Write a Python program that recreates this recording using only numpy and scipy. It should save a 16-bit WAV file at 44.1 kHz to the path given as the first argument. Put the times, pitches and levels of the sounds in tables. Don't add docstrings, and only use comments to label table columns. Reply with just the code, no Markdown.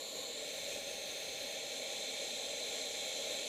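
import sys
import numpy as np
from scipy import signal
from scipy.fft import rfft, irfft, next_fast_len
from scipy.io import wavfile
from scipy.ndimage import uniform_filter1d, map_coordinates

SR = 44100
rng = np.random.default_rng(int(sys.argv[2]) if len(sys.argv) > 2 else 0)


def pcm_store(signal):
    levels = np.round(np.clip(np.atleast_2d(signal), -1, 1) * 32767)
    wavfile.write(sys.argv[1], SR, levels.astype(np.int16).T)


N = 153468


def jet():
    # t/s, level/dB
    jet_levels = [(0.0, -43.5), (0.15, -44.5), (0.17, -42.5), (0.39, -43), (0.71, -42), (0.8, -43),
                  (3.33, -40.5), (3.48, -41)]
    frames = dict(nperseg=2048, noverlap=1792)
    hz, t, spectrum = signal.stft(rng.standard_normal(N), SR, **frames)
    patches = uniform_filter1d(rng.standard_normal(spectrum.shape), size=24, axis=0)
    patches = uniform_filter1d(patches, size=10, axis=1)
    heard = spectrum * housing(hz, t) * amp(0.61 * unit(patches))
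    hiss = unit(signal.istft(heard, SR, **frames)[1][:N])

    flutter_depth_db, treble_hz = 0.6, 10000
    treble = filtered(hiss, lambda f: 1 / (1 + (treble_hz / (f + 1)) ** 8))
    flutter_db = flutter_depth_db * (0.5 * wobble(6.07) + 0.74 * wobble(30) + 0.6 * wobble(70))
    fluttering = hiss - treble + treble * amp(flutter_db)

    level_db, = curves(jet_levels, np.arange(N) / SR)
    return amp(level_db + 0.35 * wobble(12)) * fluttering


def housing(hz, t):
    # t/s, looking down/0-1, settling/0-1, turned aside/0-1
    aim = [(0, 1, 0, 0.04), (.2, 0.94, .1, 0.04), (.33, .7, .6, 0.04), (.45, 0.3, 1, 0), (.6, 0.13, 1, 0),
           (.78, 0, 0.8, 0.07), (.9, 0.07, 0, 0), (1.5, 0.15, 0.1, 0), (1.62, 0.12, 0, 0.57),
           (1.95, 0.06, 0.2, 0.65), (2.15, 0.03, 0.16, 0.9), (2.7, 0, 0, 0.97), (3.48, 0.11, 0.04, 0.85)]
    # f/Hz, width/Hz, facing/dB, change down/dB, change aside/dB
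    resonances = [(188, 67, -16.5, -4, -2.5), (273, 81, -10, 0.5, 1), (458.6, 64, -5, 3, 1),
                  (548, 107, 0.5, -0.5, 0.5), (617, 84, -3.5, 0, 1.5), (794, 61, -7, -2, 3),
                  (1068, 126, -21, 10, 2.5), (1395, 123, -19.5, -1.5, -0.5), (1818, 325, -14, -3.5, -2),
                  (2270, 260, -7, -3.5, 1.5), (2582, 290, -7.5, -8.5, -1.5), (2980, 200, -19, 6, -1),
                  (3333, 404, -7, -3.5, 2.5), (3628, 235, -4.5, -1, 1.5), (4067, 324, -3, 1.5, 2),
                  (4334, 190, -8.5, 4, -5.5), (5070, 590, -18, -4.5, 1), (5810, 530, -18, -5, 4),
                  (6370, 556, -7, -7.5, -1), (7130, 530, -17, 12, 7.5), (7540, 390, -16.5, 1, 7.5),
                  (8200, 380, -16.5, -5, 0), (8650, 340, -17.5, -4, 0.5), (9550, 630, -24, 1.5, -4),
                  (10050, 250, -26.5, 2, 3.5), (10370, 200, -25.5, 0, 0), (10790, 415, -18, -2.5, 2),
                  (11430, 730, -25.5, 6, 1.5), (12550, 600, -25, -4, -6.5), (13350, 500, -31, 2, 2),
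                  (14050, 820, -24, -2, -4), (14600, 500, -29, 0, -1), (15100, 500, -30, 0, -5)]
    # f/Hz, width/Hz, change/dB
    notches = [(358, 44, -1), (699, 32, -8.5), (1044, 55, -1.5), (1174, 63, -6), (1525, 60, -4.5),
               (2040, 90, -2), (2750, 120, -1.5), (4650, 150, -2), (8810, 150, -5), (9800, 150, -3),
               (12100, 200, -4)]
    # f/Hz, width/Hz, change/dB
    settling_colour = [(3280, 500, -1.5), (6530, 500, -2), (7460, 900, 5), (8300, 400, 0), (9100, 400, 5),
                       (9630, 500, 4), (10300, 400, 1), (11000, 800, -0.5), (4380, 500, -2),
                       (12500, 600, -3), (13500, 600, 3), (14100, 800, 1), (15000, 500, -3)]
    # middle t/s, half length/s, middle f/Hz, climb/(octaves/s), width/octaves, change/dB
    shadows = [(.31, 0.062, 10500, 3, .16, -4.5), (.41, .09, 14000, 1.5, .13, -5),
               (0.48, .1, 11200, .3, .1, -3), (.33, .14, 5800, 1.5, 0.084, -3.5),
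               (0.045, 0.09, 1560, .1, 0.28, -2), (0.091, 0.14, 7600, .1, .05, -5)]
    steep = 1.547

    down, settling, aside = curves(aim, t)
    centre, width, facing_db, down_db, aside_db = np.transpose(resonances)[:, :, None]
    shape = (1 + (2 * (hz - centre) / width) ** 2) ** -steep
    power = amp(2 * (facing_db + down_db * down + aside_db * aside))
    gain = np.sqrt(shape.T @ power)
    gain = gain * amp(bumps(notches, hz) + bumps(settling_colour, hz) * settling)
    gain = gain * echoes(hz, aside)

    dips_db = 0
    for middle, half, mid_hz, climb, octaves, db in shadows:
        off_pitch = (np.log2((hz[:, None] + 1) / mid_hz) - climb * (t - middle)) / octaves
        off_time = (t - middle) / half
        dips_db = dips_db + db * np.exp(-off_pitch ** 2 - off_time ** 4)
    return gain / np.linalg.norm(gain, axis=0) * amp(dips_db)


def echoes(hz, aside):
    # delay facing/ms, delay turned aside/ms, level/dB
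    reflections = [(2.19, 2.19, -23), (2.85, 2.45, -21), (3.7, 3.7, -30)]
    bright_hz = 2500
    f = hz[:, None]
    copies = 0
    for facing_ms, aside_ms, db in reflections:
        delay_ms = facing_ms + (aside_ms - facing_ms) * aside
        copies = copies + amp(db) * np.exp(-2j * np.pi * f * delay_ms / 1000)
    return 1 + copies / (1 + (bright_hz / (f + 1)) ** 4)


def wind():
    # t/s, level/dB
    wind_levels = [(0.0, -74), (0.04, -85), (0.74, -70.5), (0.75, -61.5), (1.23, -85), (1.3, -65),
                   (1.48, -80), (1.51, -69), (1.54, -82), (1.77, -80), (1.79, -72), (1.83, -81), (2.4, -89),
                   (2.47, -73), (2.68, -84), (2.73, -73), (2.81, -83), (2.84, -74), (3.15, -86), (3.3, -67),
                   (3.35, -85), (3.48, -78)]
    # f/Hz, density/dB
    thud_spectrum = [(12, -30), (25, -7), (50, -4), (110, -2), (170, -7), (300, -46), (1000, -120)]
    f, db = np.transpose(thud_spectrum)
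    rumble = filtered(rng.standard_normal(N), lambda hz: amp(np.interp(np.log(hz + 1), np.log(f), db)))
    lumpy = unit(rumble * amp(2.5 * wobble(17)))
    level_db, = curves(wind_levels, np.arange(N) / SR)
    return amp(level_db) * lumpy


def scene():
    return np.tile(jet() + wind(), (2, 1))


def record(dry):
    side_db, side_hz, top_hz = -77, 12200, 15290
    side_hiss = filtered(rng.standard_normal(N), lambda hz: 1 / (1 + (side_hz / (hz + 1)) ** 8))
    side_hiss = amp(side_db) * unit(side_hiss)
    return filtered(dry + np.array([side_hiss, -side_hiss]), lambda hz: hz < top_hz)


def amp(db):
    return 10 ** (np.asarray(db) / 20)


def unit(x):
    return x / np.sqrt(np.mean(x ** 2) + 1e-20)


def curves(rows, t):
    times, *columns = np.transpose(rows)
    return [np.interp(t, times, column) for column in columns]


def wobble(rate):
    knots = rng.standard_normal(int(N * rate / SR) + 4)
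    return map_coordinates(knots, [np.arange(N) * rate / SR])


def filtered(x, response):
    m = next_fast_len(N + 8192)
    return irfft(rfft(x, m) * response(np.fft.rfftfreq(m, 1 / SR)), m)[..., :N]


def bumps(rows, hz):
    return sum(db * np.exp(-(2 * (hz - centre) / width) ** 2) for centre, width, db in rows)[:, None]


dry = scene()
out = record(dry)
pcm_store(out)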